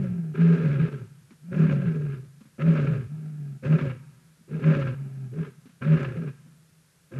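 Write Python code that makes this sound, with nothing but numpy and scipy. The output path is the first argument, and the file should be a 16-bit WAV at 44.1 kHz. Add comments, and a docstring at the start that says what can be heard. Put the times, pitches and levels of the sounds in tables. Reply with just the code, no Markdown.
"""The end of a roar and a far moan, already under way, sink away in the open bush at night.
Two lions then roar in turn: a clean note swells, breaks, turns hoarse and sinks in pitch.
Each voice layers a chest note, a growl rung by the throat, a low rumble, a rasp and a hissing edge.
A far lion moans with a nearly pure tone; soft thuds are noise bursts through damped resonances.
One quick echo, thin, scattered echoes and a long, faint tail come back over a faint steady hiss."""
import sys
import numpy as np
from scipy import signal
from scipy.fft import rfft, irfft, next_fast_len
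from scipy.io import wavfile
from scipy.ndimage import uniform_filter1d

SR = 44100
rng = np.random.default_rng(int(sys.argv[2]) if len(sys.argv) > 2 else 0)


def log_audio(samples):
    """Write samples as a 16-bit WAV file to the path given in sys.argv[1]."""
    # one column per channel
    frames = np.atleast_2d(samples).T
    # limit to full scale, then quantise
    limited = np.clip(frames, -1, 1)
    pcm = np.round(limited * 32767).astype(np.int16)
    wavfile.write(sys.argv[1], SR, pcm)


N = 317079


def from_db(db):
    """Decibels to gain."""
    return 10 ** (np.asarray(db) / 20)


def rms_one(x):
    """Scale to an rms of 1."""
    return x / np.sqrt(np.mean(x ** 2) + 1e-20)


def drift(corner_hz):
    """Smooth random wandering with a spread of 1, its faster motion filtered off above the corner."""
    step = 40  # samples between the points of the slow curve
    r = np.exp(-2 * np.pi * corner_hz * step / SR)
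    noise = rng.standard_normal(N // step + 2002)
    slow = signal.lfilter([1], [1, -2 * r, r * r], noise)[2000:]  # drop the filter's settling
    return np.interp(np.arange(N) / step, np.arange(len(slow)), rms_one(slow))


def lag(x, time_s):
    """Follow a control sluggishly."""
    r = np.exp(-1 / (time_s * SR))
    return signal.lfilter([1 - r], [1, -r], x + 1e-18)


def colour(x, spectrum):
    """Filter by a gain curve joined on a log-frequency axis."""
    size = next_fast_len(len(x) + SR // 2)
    hz, db = np.transpose(spectrum)
    bins_hz = np.maximum(np.fft.rfftfreq(size, 1 / SR), 1)
    gain = from_db(np.interp(np.log(bins_hz), np.log(hz), db))
    return irfft(rfft(x, size) * gain, size)[:len(x)]


def even(x, window_s):
    """Hold the level steady over a window, keeping the faster grain."""
    size = max(int(window_s * SR), 2)
    power = uniform_filter1d(uniform_filter1d(x * x, size), size)
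    return x / np.sqrt(np.abs(power) + 1e-12)


def resonate(x, hz, width_hz):
    """A resonance with a gain of 1 on top."""
    r = np.exp(-np.pi * width_hz / SR)
    zeros = np.array([1, 0, -1]) * (1 - r * r) / 2
    poles = [1, -2 * r * np.cos(2 * np.pi * hz / SR), r * r]
    return signal.lfilter(zeros, poles, x + 1e-18)


def cavity(x, modes):
    """Resonances side by side, each slightly widened and passed twice so that the valleys stay dark."""
    total = 0
    for hz, width_hz, db in modes:
        wide_hz = 1.034 * width_hz
        total = total + from_db(db) * resonate(resonate(x, hz, wide_hz), hz, wide_hz)
    return total


def moving_resonance(x, hz, width_hz):
    """A double resonance whose centre follows a curve: shift it down to zero, smooth, shift back."""
    turn = np.exp(2j * np.pi * np.cumsum(hz) / SR)
    r = np.exp(-np.pi * width_hz / SR)
    smooth = signal.lfilter([(1 - r) ** 2], [1, -2 * r, r * r], x / turn)
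    return 2 * np.real(turn * smooth)


def calls(rows, fade_s):
    """For the current call: gate, share of rise to go, share of fall gone, time into fall, other columns."""
    t, rows = np.arange(N) / SR, np.array(rows)
    current = np.maximum(np.searchsorted(rows[:, 0] - fade_s, t) - 1, 0)
    start, rise, hold, fall, *columns = rows[current].T
    age = t - start
    since = age - rise - hold
    gate = np.clip(np.minimum(age, fall - since) / fade_s + .5, 0, 1)
    return gate, np.clip(1 - age / rise, 0, 1), np.clip(since / fall, 0, 1), since, columns


def arch(top_hz, end_hz, to_go, fallen, start_share, power):
    """Pitch climbs to its top, holds, and sags to its end."""
    climb_hz = top_hz * (1 - (1 - start_share) * to_go ** 2)
    return climb_hz + (end_hz - top_hz) * fallen ** power


def note(cycles, partials):
    """A strong fundamental and weak partials, all locked to the beat of the folds."""
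    # partials fall on whole or half multiples
    weak = sum(from_db(db) * np.sin(np.pi * np.round(2 * k) * cycles) for k, db in partials)
    return np.sqrt(2) * (np.sin(2 * np.pi * cycles) + weak)


def airflow(cycles, rough, shimmer_db, noise_share, flutter_db):
    """Each closure of the folds gives an uneven pulse, among turbulence that may flutter with the cycle."""
    closures = np.diff(np.floor(cycles), prepend=0)
    puffs = rng.standard_normal(N) * from_db(flutter_db * np.cos(2 * np.pi * cycles))
    share = np.clip(noise_share, 0, 1)
    flow = np.sqrt(1 - share) * rms_one(closures) + np.sqrt(share) * rms_one(puffs)
    return flow * from_db(shimmer_db * rough * np.clip(drift(90), -2, 2))


# colour of the night hiss [hz, relative level_db]
NIGHT_COLOUR = [(20, -15.5), (70, -6), (115, -1), (160, 10.5), (230, -13), (380, -10.5), (550, -13),
                (750, -17.5), (1100, -17), (1500, -12.5), (2100, -17), (3000, -19), (12000, -19)]
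NIGHT_DB = -61


def night_hiss():
    """Faint steady noise, shaped to the colour of the night."""
    return from_db(NIGHT_DB) * rms_one(colour(rng.standard_normal(N), NIGHT_COLOUR))


# what small things nearby scatter; long waves bend round them [hz, gain_db]
SHRUB_COLOUR = [(180, -30), (400, -7), (1200, 0), (3000, -1), (7000, -6)]
# colour of the far thickets' return [hz, gain_db]
THICKET_COLOUR = [(50, 4.5), (100, 6), (160, 2), (280, -2), (550, -12.5), (900, 7.5), (1500, 0), (2600, 3),
                  (6000, 0)]


def bush(x, early_db, early_t60, tail_db, tail_t60):
    """Near shrubs scatter quick echoes; the far thickets give a long, faint tail."""
    t = np.arange(2 * SR) / SR
    near = rng.standard_normal(len(t)) * from_db(-60 * t / early_t60)
    near = near * (rng.random(len(t)) < 600 / SR) * (t > .004)  # sparse: about 600 echoes a second
    far = rng.standard_normal(len(t)) * (t > .03) * from_db(-60 * t / tail_t60)
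    early, tail = [signal.fftconvolve(x, rms_one(echoes) / np.sqrt(len(t)))[:N] for echoes in (near, far)]
    return from_db(early_db) * colour(early, SHRUB_COLOUR) + from_db(tail_db) * colour(tail, THICKET_COLOUR)


# one hard surface near the microphone, likely a stone trough: a single pair [delay_s, gain_db]
TROUGH_ECHO = (.0097, -14)


def trough_echo(x):
    """A hard surface throws back one quick echo, thin in the bass."""
    t, (delay_s, echo_db) = np.arange(N) / SR, TROUGH_ECHO
    return from_db(echo_db) * colour(np.interp(t - delay_s, t, x, left=0), SHRUB_COLOUR)


def air(x):
    """Distance takes away the highest treble."""
    return signal.sosfilt(signal.butter(6, 7000, fs=SR, output="sos"), x)


# soft thuds [start_s, level_db before the soft onset, click_db]
THUD_HITS = [(1.307, -39.5, -56), (2.408, -40.5, -57.5), (2.454, -46, -63), (4.367, -60.5, -78),
             (4.404, -49.5, -79), (5.656, -39.5, -56.5), (5.692, -53, -64), (6.46, -47, -72),
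             (6.684, -60, -86)]
# what a thud rings with [hz, width_hz before cavity() widens it, relative level_db]
THUD_RINGS = [(227, 64, 4.5), (350, 210, -31.5), (530, 33, -15)]


def thuds(rise_s, t60, click_t60):
    """Short, soft noise bursts into a few damped modes, each with a faint click on top."""
    t, body, click = np.arange(N) / SR, np.zeros(N), np.zeros(N)
    for start_s, db, click_db in THUD_HITS:
        age = np.maximum(t - start_s, 0)
        body += from_db(db - 60 * age / t60) * (1 - np.exp(-age / rise_s))
        click += from_db(click_db - 60 * age / click_t60) * (t > start_s)
    noise = rng.standard_normal(N)
    tick = rms_one(colour(noise, [(400, -7.5), (1400, 1.0), (2500, -6), (5000, -17)]))
    return body * even(cavity(noise, THUD_RINGS), window_s=.015) + click * tick


# moans of the far lion [start_s, rise_s, hold_s, fall_s, top_pitch_hz, end_pitch_hz, level_db before waver]
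FAR_MOANS = [ (-.12, .1, 0.019, .34, 190, 148, -28), (1.43, 0.18, 0.075, 0.2, 194, 170, -28.5),
             (3.055, .11, .07, .34, 154, 136, -34), (4.88, 0.072, .08, .31, 139, 123, -34.5), ]
# overtones of the far moan [multiple of the pitch, level_db below the fundamental]
MOAN_OVERTONES = [(2, -31.5), (3, -36.5)]
# colour of the rasp, near and far [hz, relative level_db]
RASP_COLOUR = [(450, -20.5), (650, -10), (800, -12), (1020, -5.5), (1170, -4.5), (1330, 5.5), (1480, -2.5),
               (1620, 5.5), (1850, -7.5), (2200, -4.5), (2430, -4.5), (2780, -8.5), (3100, -16.5),
               (6000, -44.5), (10000, -60.5)]
# a gentle arch: starting share of the top pitch, power of the sag, swell and fade
MOAN_START_SHARE, MOAN_POWER, MOAN_SWELL_DB, MOAN_FADE_DB = .78, 1.3, 15, 4
MOAN_WAVER_DB, MOAN_WAVER_HZ = 1.3, 14  # random waver of the level


def far_lion():
    """Distance leaves a nearly pure moan with a trace of hoarseness."""
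    gate, to_go, fallen, _, (top_hz, end_hz, top_db) = calls(FAR_MOANS, fade_s=.03)
    pitch_hz = arch(top_hz, end_hz, to_go, fallen, MOAN_START_SHARE, MOAN_POWER)
    level_db = top_db - MOAN_SWELL_DB * to_go ** 2 - MOAN_FADE_DB * fallen ** 2
    cycles = np.cumsum(pitch_hz * (1 + 0.013 * drift(40))) / SR
    flow = airflow(cycles, 0.46, shimmer_db=5.0, noise_share=0.89, flutter_db=0.0)
    growl = rms_one(cavity(flow, [(200, 64, 9.0), (383, 30, 1), (606, 286, -14.5)]))
    rasp = rms_one(colour(flow, RASP_COLOUR))
    voice = note(cycles, MOAN_OVERTONES) + from_db(-16) * growl + from_db(-32.5) * rasp
    return gate * from_db(level_db + MOAN_WAVER_DB * drift(MOAN_WAVER_HZ)) * voice


# roars, levels before swell, throb and fade [lion, start_s, rise_s, hold_s, fall_s, top_pitch_hz, end_pitch_hz,
#   clean_note_db, hoarse_note_db, growl_db, rasp_db, fade_db over the fall, catch_db at the break]
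ROAR_CALLS = [ ("leader", -.15, .06, .04, .21, 158, 104, -20, -26, -39, -49, 19, 5),
              ("companion", .345, .07, .12, .15, 167, 161, -15.5, -21.5, -34, -43, 4, 10),
              ("leader", .62, .045, .03, .2, 152, 118, -22.5, -22, -36, -47, 20, 4),
              ("companion", .765, .035, .04, .235, 162, 102, -20, -30, -39.5, -48.5, 19, 14),
              ("leader", 1.517, .095, .03, .26, 160, 117, -15.5, -22, -33.5, -43.5, 14, 4),
              ("companion", 1.835, .04, .02, .385, 163, 120, -20.5, -27, -40, -53, 24, 5),
              ("leader", 2.588, .095, .025, .28, 165, 116, -15, -22.5, -32.5, -43, 13, 4),
              ("companion", 2.85, .035, 0.023, .17, 160, 100, -20.5, -26, -39.5, -49.5, 18, 5),
              ("leader", 3.632, .095, .022, .225, 157, 112, -15, -24, -32.5, -43.5, 21, 20),
              ("companion", 4.485, .068, .015, .06, 159, 155, -26.5, -30, -40, -53.5, 2, 9),
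              ("leader", 4.618, .055, .035, .24, 157, 117, -15.5, -23.5, -30.5, -40.5, 14, 6),
              ("companion", 5.32, .075, .025, .115, 157, 116, -28.5, -37, -41, -58, 22, 3),
              ("leader", 5.815, .1, 0.029, .25, 156, 106, -14.5, -28, -34.5, -41.5, 16, 2),
              ("companion", 6.15, .035, .02, .11, 171, 130, -28, -29.5, -41.5, -55, 7, 5),
              ("leader", 7.116, .07, .03, .25, 138, 108, -29, -29, -40.5, -50.5, 20, 5), ]
# a roar swells: starting share of its top pitch, and how far down each layer starts
START_PITCH_SHARE, NOTE_SWELL_DB, GROWL_SWELL_DB, RASP_SWELL_DB = .77, 23.5, 3, 5
# then the clean note breaks: the time it takes, and the spread of the catch in the voice
BREAK_S, CATCH_S = 0.039, .011
# as the lungs empty, pitch and levels sink by these powers of the fall's progress
PITCH_POWER, NOTE_POWER, GROWL_POWER, RASP_POWER = 1.1, 2.4, 2.05, 1.54
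GROWL_FADE_SHARE, RASP_FADE_SHARE = 0.92, 0.95  # shares of the fade they take
THROB_DB, THROB_HZ = 1.8, 30  # the uneven push of the air: random throb of growl and rasp


def roaring(who):
    """One lion's gate, pitch and levels: each roar swells to a clean note, breaks, and dies away hoarsely."""
    rows = [row[1:] for row in ROAR_CALLS if row[0] == who]
    gate, to_go, fallen, since, columns = calls(rows, fade_s=0.017)
    top_hz, end_hz, clean_db, hoarse_db, growl_db, rasp_db, fade_db, catch_db = columns
    pitch_hz = arch(top_hz, end_hz, to_go, fallen, START_PITCH_SHARE, PITCH_POWER)
    broken = np.clip(since / BREAK_S, 0, 1)
    catch = np.exp(-.5 * ((since - BREAK_S) / CATCH_S) ** 2)
    note_db = clean_db + (hoarse_db - clean_db) * broken - catch_db * catch
    note_db = note_db - NOTE_SWELL_DB * to_go ** 1.19 - fade_db * fallen ** NOTE_POWER
    throb_db = THROB_DB * np.clip(drift(THROB_HZ), -2, 2)
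    growl_fade_db = GROWL_FADE_SHARE * fade_db * fallen ** GROWL_POWER
    rasp_fade_db = RASP_FADE_SHARE * fade_db * fallen ** RASP_POWER
    return (gate, pitch_hz, note_db,
            growl_db + throb_db - GROWL_SWELL_DB * to_go - growl_fade_db,
            rasp_db + throb_db - RASP_SWELL_DB * to_go - rasp_fade_db)


# short, harsh surges in the rasp [lion, centre_s, level_db, spread_s of the bell]
RASP_SURGES = [ ("companion", .358, -43, 0.0029), ("leader", .735, -45, .015),
               ("companion", .81, -45, .015), ("leader", 1.7, -42, .004), ("companion", 1.875, -51, .015),
               ("companion", 2.125, -53, .03), ("leader", 2.62, -40, .004), ("leader", 2.78, -42, .012),
               ("leader", 2.875, -41, .006), ("leader", 3.66, -40, 0.0057), ("leader", 3.732, -40, 0.0057),
               ("leader", 3.806, -39, 0.013), ("leader", 3.905, -44.5, 0.0089),
               ("leader", 4.644, -38, 0.0028), ("leader", 4.755, -42, .007), ("leader", 4.822, -44, .012),
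               ("leader", 4.878, -42.5, 0.0092), ("companion", 5.44, -50, .02),
               ("leader", 5.826, -42, 0.0046), ("leader", 5.975, -46, 0.0034), ("leader", 6.051, -38, .005),
               ("companion", 6.28, -52, 0.011), ]


def surge_gain(who):
    """Bell-shaped bursts of force from one lion."""
    t = np.arange(N) / SR
    return sum(from_db(db) * np.exp(-.5 * np.minimum(np.abs(t - centre_s) / spread_s, 10) ** 2)
               for caller, centre_s, db, spread_s in RASP_SURGES if caller == who)


# side partials of the chest note; half multiples come from strong and weak beats in turn
# [multiple of the pitch, level_db below the fundamental]
CHEST_PARTIALS = [(.5, -35.5), (1.5, -24), (2, -32.5), (2.5, -27)]
# low rumble under the growl [hz, relative level_db]
RUMBLE_COLOUR = [(15, -28), (42, -26), (67, -3), (92, -12), (140, 0), (195, 5), (290, -3), (450, -35)]
# bright edge of the blasts [hz, relative level_db]
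EDGE_COLOUR = [(2000, -31), (3600, 7), (5000, 0), (6200, -8), (8000, -30.5), (12000, -46)]
# throat resonances of each lion, before lion() moves and widens them [hz, width_hz, relative level_db]
LEADER_RINGS = [(235.3, 116, 2.5), (357, 70, .5), (547, 22, 5)]
COMPANION_RINGS = [(230, 79, 1), (391.4, 65, 5.5), (531.3, 44.8, -9.5)]


def lion(who, throat, clean_db, hoarse_db, rumble_db, edge_db, jitter, throat_follow):
    """Heavy, loose vocal folds drive a chest note, a growl in the throat and a rasp in the mouth."""
    gate, pitch_hz, note_db, growl_db, rasp_db = roaring(who)
    # the folds lock into a regular beat on a strong note and flap irregularly on a weak one
    rough = .15 + 0.655 * np.clip((clean_db - note_db) / (clean_db - hoarse_db), 0, 1)
    cycles = np.cumsum(pitch_hz * (1 + jitter * rough * drift(70))) / SR
    chest = note(cycles, CHEST_PARTIALS) * from_db(note_db + 2.6 * rough * drift(35))
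    flow = airflow(cycles, rough, shimmer_db=4.5, noise_share=0.93, flutter_db=0.5)
    # the larynx sinks with the pitch, lengthening the throat and lowering its resonances
    shortness = (lag(pitch_hz, 0.011) / 145) ** throat_follow
    rings = sum(from_db(db) * moving_resonance(flow, hz * shortness, 1.287 * width_hz)
                for hz, width_hz, db in throat)
    growl = even(rings, window_s=0.036) * from_db(growl_db)
    rumble = even(colour(flow, RUMBLE_COLOUR), window_s=0.025) * from_db(growl_db + rumble_db)
    # the slack edges of the folds slap at about half the rate, out of step
    slaps = np.cumsum(.5 * pitch_hz * (1 + .3 * drift(60))) / SR
    jet = airflow(slaps, rough, shimmer_db=3.5, noise_share=0.92, flutter_db=0.5)
    blast = gate * from_db(rasp_db) + surge_gain(who)
    rasp = even(colour(jet, RASP_COLOUR), window_s=0.23) * blast
    # the hissing edge builds a moment later, as the jaws open
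    edge_gain = lag(blast, 0.021) * from_db(edge_db + 2.7 * drift(18))
    edge = even(colour(jet, EDGE_COLOUR), window_s=0.056) * edge_gain
    return gate * (chest + growl + rumble) + rasp + edge


def scene():
    """The lions and the thuds in the open, with their echoes, over the night's hiss."""
    leader = lion("leader", LEADER_RINGS, clean_db=-13.5, hoarse_db=-26.5,
                  rumble_db=-11, edge_db=-29.5, jitter=.055, throat_follow=0.2)
    companion = lion("companion", COMPANION_RINGS, clean_db=-16, hoarse_db=-29.0,
                     rumble_db=-12, edge_db=-26.5, jitter=.045, throat_follow=0.31)
    soft_thuds = thuds(rise_s=0.0031, t60=0.091, click_t60=0.14)
    sources = air(leader + companion + far_lion() + soft_thuds)
    echoes = bush(sources, early_db=-10.5, early_t60=0.37, tail_db=-21.5, tail_t60=1.53)
    return (sources + trough_echo(sources) + echoes + night_hiss())[None]


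LOW_CUT_HZ, CUTOFF_HZ = 46, 12200


def record(dry):
    """The microphone loses the deepest bass; the top is cut steeply."""
    thinned = signal.sosfilt(signal.butter(2, LOW_CUT_HZ, "high", fs=SR, output="sos"), dry)
    return signal.sosfilt(signal.ellip(12, .1, 90, CUTOFF_HZ, fs=SR, output="sos"), thinned)


dry = scene()
out = record(dry)
log_audio(out)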